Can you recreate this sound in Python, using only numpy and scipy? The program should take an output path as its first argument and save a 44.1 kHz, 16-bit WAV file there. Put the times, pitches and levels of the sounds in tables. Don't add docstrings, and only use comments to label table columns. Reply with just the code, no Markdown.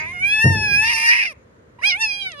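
import sys
import numpy as np
from scipy import signal
from scipy.fft import rfft, irfft, next_fast_len
from scipy.io import wavfile
from scipy.ndimage import uniform_filter1d, minimum_filter1d, map_coordinates

SR = 44100
rng = np.random.default_rng(int(sys.argv[2]) if len(sys.argv) > 2 else 0)


def generate_wav(sig):
    pcm = np.round(np.clip(np.atleast_2d(sig).T, -1, 1) * 32767).astype(np.int16)
    wavfile.write(sys.argv[1], SR, pcm)


def volts_from_decibels(level):
    exponent = np.asarray(level, float) / 20
    return 10 ** exponent


N = 105840


def unit(x):
    return x / np.sqrt(np.mean(x ** 2) + 1e-20)


def along(points, hz):
    f, v = np.transpose(points)
    return np.interp(np.log(hz + 1), np.log(f + 1), v)


def curves(rows):
    s, *cols = np.transpose(rows)
    return [np.interp(np.arange(N) / SR, s, c) for c in cols]


def wobble(rate):
    return map_coordinates(rng.standard_normal(N // 8), [np.arange(N) * rate / SR])


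def filtered(x, response):
    m = next_fast_len(N + SR // 2)
    return irfft(rfft(x, m) * response(np.fft.rfftfreq(m, 1 / SR)), m)[..., :N]


def cry(pitch_rows, level_rows, count=24):
    # time_s, irregularity (0-1), every_second_pulse (depth), flutter (0-1)
    folds = [(0, .16, 4, .1), (.05, .09, 3, .1), (.125, .09, 1.5, 0), (.14, .08, .05, .1),
             (.24, .04, .02, .05), (.3, .01, 0, 0), (.815, .01, 0, 0), (.84, .16, 0, .2), (.89, .12, 0, .6),
             (.93, .3, 0, .8), (.955, .06, 0, .1), (.97, .18, 0, .8), (1.04, .18, 0, .8),
             (1.08, .08, 0, .4), (1.14, .35, 0, 1), (1.25, .55, 0, 1), (1.275, .03, 0, 0),
             (1.775, .6, 0, .3), (1.81, .5, 0, .3), (1.83, .05, 0, 0), (1.88, .04, .05, 0),
             (1.91, .09, .08, .1), (1.95, .02, 0, 0), (2.25, .012, 0, 0), (2.4, .025, 0, 0)]
    # frequency_hz, level_db
    throat = [(300, -50), (600, -29), (950, -27.5), (1500, -7), (1800, 5), (2150, 6), (2550, 8),
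              (2900, -11), (3150, -9.5), (4100, -11.5), (4700, 1), (5500, 0.5), (6400, -20.5),
              (7600, -47.5), (9000, -35), (11500, -44.5), (13000, -75), (16000, -106.5)]
    band_edges_hz = [1130, 2050, 2950, 3800, 7300]
    jitter_cycles, shimmer, rasp_per_s = .13, .4, 350
    flutter_drift, flutter_bend, flutter_depth = .3, .4, .2
    narrow_hz, narrow_width_hz = 2220, 220
    flicker_db, burst_db = 2, 1.6

    pitch = uniform_filter1d(curves(pitch_rows)[0], size=450) * (1 + 0.005 * wobble(20))
    rough, second, flutter = curves(folds)
    turn = 2 * np.pi * np.cumsum(pitch) / SR
    slow = 2 * np.pi * np.cumsum(pitch / 3 * (1 + flutter_drift * wobble(70))) / SR
    jitter = 2 * np.pi * jitter_cycles * rough * wobble(rasp_per_s)
    uneven = turn + jitter + flutter_bend * flutter * np.sin(slow)

    pulses = sum(np.cos(k * uneven + k * k / 2) for k in range(1, count))
    pulses *= 1 + shimmer * rough * wobble(rasp_per_s)
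    pulses *= 1 + second * np.cos(turn / 2) + flutter_depth * flutter * np.cos(slow)

    def throat_bands(hz):
        below = [0 * hz] + [1 / (1 + (hz / edge) ** 16) for edge in band_edges_hz] + [1 + 0 * hz]
        return volts_from_decibels(along(throat, hz)) * np.diff(below, axis=0)

    def narrow_mouth(hz):
        return 0.21 + 2 / (1 + ((hz - narrow_hz) / narrow_width_hz) ** 4)

    bands = filtered(pulses, throat_bands)
    narrow = np.clip(second, 0, 1)
    bands = (1 - narrow) * bands + narrow * filtered(bands, narrow_mouth)
    loud = np.sqrt(np.abs(uniform_filter1d(bands ** 2, size=1500)) + 1e-12)

    t = np.arange(N) / SR
    start_s, end_s = level_rows[0][0], level_rows[-1][0]
    rise = t - start_s + (start_s == 0)
    fall = end_s - t + (end_s > 2)
    on = np.clip(np.minimum(rise, fall) / .004, 0, 1)

    bands[1:] *= volts_from_decibels(burst_db * flutter * wobble(rasp_per_s))
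    flicker = flicker_db * np.array([wobble(29.777) for _ in bands])
    return (bands / loud * volts_from_decibels(curves(level_rows) + flicker)).sum(0) * on


def breath():
    # time_s, level_db
    breath_level = [(0, -46), (.06, -55), (.25, -60), (.33, -80), (1.82, -80), (1.89, -51), (1.95, -62),
                    (2.1, -80)]
    # frequency_hz, density_db (per Hz)
    breath_colour = [(1500, -37.5), (2300, -8), (4600, -13.5), (6900, 17), (7800, -39.5)]
    colour = breath_colour + [(9500, -120)]
    hiss = unit(filtered(rng.standard_normal(N), lambda hz: volts_from_decibels(along(colour, hz))))
    return hiss * volts_from_decibels(curves(breath_level)[0] + 4 * wobble(60))


def paths(rows, hz):
    return sum(gain * np.exp(-2j * np.pi * hz * ms / 1000) for ms, gain in rows)


def out_of_gap(x, lead, lean_db):
    # delay_ms, gain
    gap_left = [(0, 0.84), (.9, -0.53), (2.1, 0.39), (3.9, 0.41)]
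    gap_right = [(0, 0.85), (2.3, -0.26), (3.9, -0.16)]

    def both_sides(hz):
        half = volts_from_decibels(lean_db / 2) * np.exp(.5j * np.interp(hz, *np.transpose(lead)))
        return np.array([paths(gap_left, hz) * half, paths(gap_right, hz) / half])

    return filtered(x, both_sides)


def room(x):
    # frequency_hz, t60_s
    room_decay = [(100, 0.27), (500, 1), (2000, 0.36), (10000, 0.018)]
    hz, t, z = signal.stft(rng.standard_normal((2, SR // 2)), SR, nperseg=256)
    decay = volts_from_decibels(-60 * t / along(room_decay, hz)[:, None])
    tail = signal.istft(z * decay, SR, nperseg=256)[1]
    late = np.pad(x, (300, 0))[None]
    return signal.fftconvolve(late, tail / np.linalg.norm(tail[0]), axes=1)[:, :N]


def background():
    # (per Hz, relative)
    air_colour = [(15, -83.5), (25, -31.5), (59, 2), (329, -10.5), (512, -6), (776, -21.5), (908, -16),
                  (1790, -19.5), (2710, -30.5), (12600, -50), (16400, -99), (22000, -120)]
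    # frequency_hz, correlation
    likeness = [(60, 1), (230, 0.83), (850, -0.41), (3220, -0.31), (12100, 0.004)]
    # time_s, level_db
    shuffle_level = [(0.0, -35.5), (0.43, -44.5), (0.622, -33), (0.878, -42), (1.3, -76)]
    # (per Hz, relative)
    shuffle_colour = [(15, -69.5), (25, -30.5), (46, -2), (97, -4), (336, -22), (400, -14), (520, -52),
                      (880, -120)]
    air_db = -50.5

    def mid_side(hz):
        angle = np.arccos(np.clip(along(likeness, hz), -1, 1)) / 2
        return volts_from_decibels(along(air_colour, hz)) * np.array([np.cos(angle), np.sin(angle)])

    mid, side = filtered(rng.standard_normal((2, N)), mid_side)
    air = volts_from_decibels(air_db) * np.array([mid + side, mid - side]) / mid.std()
    rumble = unit(filtered(rng.standard_normal(N), lambda hz: volts_from_decibels(along(shuffle_colour, hz))))
    return air + rumble * volts_from_decibels(curves(shuffle_level)[0] + 1.2 * wobble(2.4))


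def bump():
    # start_s, level_db
    blows = [(0.443, -9), (0.453, -2), (0.471, -11), (0.499, -14), (0.552, -14), (0.63, -27.5),
             (0.711, -24), (0.756, -26)]
    # frequency_hz, level_db, t60_s
    panel = [(60.4, -24, 0.14), (95.3, -10, 0.48), (125.6, 1.5, 0.095), (147.5, 1.5, 0.093),
             (218.1, -5, 0.12), (311.6, -6, 0.078), (382, 4, 0.026), (504.4, -10.5, 0.06),
             (680.5, -17, 0.082), (1523, -19, 0.029)]
    duller, swell_s = .22, .004
    scatter_db, detune = 2, .05

    out, t = np.zeros(N + SR), np.arange(SR // 2) / SR
    hardest_db = max(db for _, db in blows)
    for s, db in blows:
        tilt_db = duller * (db - hardest_db)
        ring = np.zeros(len(t))
        for hz, level, t60 in panel:
            mode_db = level + tilt_db * np.log2(hz / 100) + rng.normal(0, scatter_db)
            mode = np.sin(2 * np.pi * hz * rng.normal(1, detune) * t)
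            ring += volts_from_decibels(mode_db - 60 * t / t60) * mode
        out[round(s * SR):][:len(t)] += volts_from_decibels(db) * ring * (1 - np.exp(-t / swell_s))
    return out[:N]


def tick():
    # start_s, level_db (before the colour filter)
    taps = [(2.319, -33)]
    colour = [(1500, -32), (4500, 19.5), (9000, -9), (13000, -39)]  # frequency_hz, gain_db
    out, t = np.zeros(N), np.arange(400) / SR
    for s, db in taps:
        out[round(s * SR):][:len(t)] += volts_from_decibels(db - 60 * t / .008) * rng.standard_normal(len(t))
    return filtered(out, lambda hz: volts_from_decibels(along(colour, hz)))


def scene():
    # time_s, pitch_hz
    pitch_1 = [(0, 621), (.05, 629.5), (.075, 670), (.135, 724), (.186, 711), (.235, 773.3), (.3, 823),
               (.358, 865.6), (.388, 865.8), (.45, 921), (.485, 919.3), (.575, 867), (.605, 875), (.7, 827),
               (.745, 819), (.85, 892.7), (.91, 953.3), (.95, 895), (.976, 900.5), (1.08, 927),
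               (1.124, 960.3), (1.2, 949), (1.235, 859.4), (1.27, 701.6), (1.312, 620), (1.34, 483.3)]
    peep_pitch = [(1.784, 980), (1.815, 1002)]
    pitch_2 = [(1.81, 520), (1.822, 600), (1.834, 701), (1.846, 764), (1.862, 806), (1.886, 835),
               (1.9, 792), (1.915, 725), (1.94, 708.3), (1.96, 757), (1.982, 852), (2.02, 907.6),
               (2.11, 816), (2.2, 809.6), (2.292, 731.4), (2.352, 576.4), (2.4, 560)]
    # time_s, then level_db of six bands, low to high
    cry_1 = [(0.0, -40.5, -29, -30, -54, -44.5, -69), (0.087, -41.5, -37, -36, -49.5, -69, -57),
             (0.18, -44, -34, -32.5, -63, -60.5, -57), (0.245, -48, -43, -16, -48.5, -68, -44.5),
             (0.302, -49, -31, -23.5, -29.5, -45, -40.5), (0.392, -38.5, -24.5, -15.5, -25.5, -39, -40.5),
             (0.47, -29.5, -17, -27.5, -57.5, -33.5, -32.5), (0.506, -33.5, -21.5, -36, -43, -39.5, -39),
             (0.584, -30, -25.5, -25, -33, -31, -45), (0.793, -43, -24.5, -13.5, -56, -36, -39),
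             (0.83, -30, -21.5, -19.5, -30.5, -31, -36.5), (1.016, -35.5, -37.5, -22, -45.5, -33, -34.5),
             (1.096, -33, -11.5, -22, -53, -23.5, -32.5), (1.121, -32.5, -22.5, -15, -39.5, -30.5, -39),
             (1.268, -48, -39, -22, -46, -38.5, -50.5), (1.326, -46, -53, -42, -58.5, -60, -56.5),
             (1.349, -78.5, -101, -88, -100, -106.5, -102)]
    peep = [(1.785, -38, -55, -43, -67, -77, -69), (1.819, -47.5, -58, -66.5, -57.5, -73.5, -73.5)]
    cry_2 = [(1.811, -46, -48, -68, -84, -65, -70), (1.839, -47.5, -25, -15, -37, -43.5, -40.5),
             (1.876, -37.5, -35, -25.5, -18.5, -27, -33), (1.922, -46.5, -41, -16, -31.5, -28, -53.5),
             (1.954, -44.5, -37, -21.5, -45, -55, -50), (1.98, -39.5, -48, -36, -39, -90, -57.5),
             (2.016, -33.5, -25, -20.5, -28.5, -30, -31), (2.045, -34.5, -34, -14, -32.5, -23.5, -39.5),
             (2.086, -47, -54, -23.5, -43, -35.5, -47.5), (2.15, -48.5, -41.5, -34, -37, -37, -52.5),
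             (2.225, -53, -49, -53, -27.5, -52, -53.5), (2.269, -52, -38.5, -20.5, -34, -49, -53.5),
             (2.354, -47, -46, -81, -49.5, -74, -65.5), (2.4, -34, -53, -59, -39, -59, -59.5)]
    # frequency_hz, lead_rad
    lead_1 = [(0, 11), (430, -1), (950, 8), (2070, -4), (3530, -8), (5170, -22), (6370, -22.5),
              (12300, -18.5)]
    lead_2 = [(500, -1.5), (800, 1.5), (1550, -2.5), (2000, -1.5), (2400, -5.5), (3200, -8), (3900, -12),
              (5100, -20), (6400, -23), (12000, -48.5)]
    lean_1_db, lean_2_db = -3, -4
    wet_db, bump_wet_db, bump_lag_ms = -31, -22, 0.2

    first = cry(pitch_1, cry_1) + breath()
    second = cry(peep_pitch, peep) + cry(pitch_2, cry_2) + tick()
    knock = bump()

    near = out_of_gap(first, lead_1, lean_1_db) + out_of_gap(second, lead_2, lean_2_db)
    near += filtered(knock, lambda hz: np.array([1 + 0j * hz, paths([(bump_lag_ms, .95)], hz)]))
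    voice_echo = volts_from_decibels(wet_db) * room(first + second)
    echo = room(knock)
    knock_echo = volts_from_decibels(bump_wet_db) * (echo + echo.mean(0))
    return near + voice_echo + knock_echo + background()


def top_cut(x):
    return signal.sosfilt(signal.butter(12, 12730, fs=SR, output="sos"), x)


def record(dry):
    mic_low_hz, ceiling = 52, .9
    x = filtered(dry, lambda hz: (1j * hz / (1j * hz + mic_low_hz)) ** 2)
    need = np.minimum(1, ceiling / (np.abs(x).max(0) + 1e-9))
    gain = uniform_filter1d(minimum_filter1d(need, size=801), size=400)
    return top_cut(x * gain)


dry = scene()
out = record(dry)
generate_wav(out)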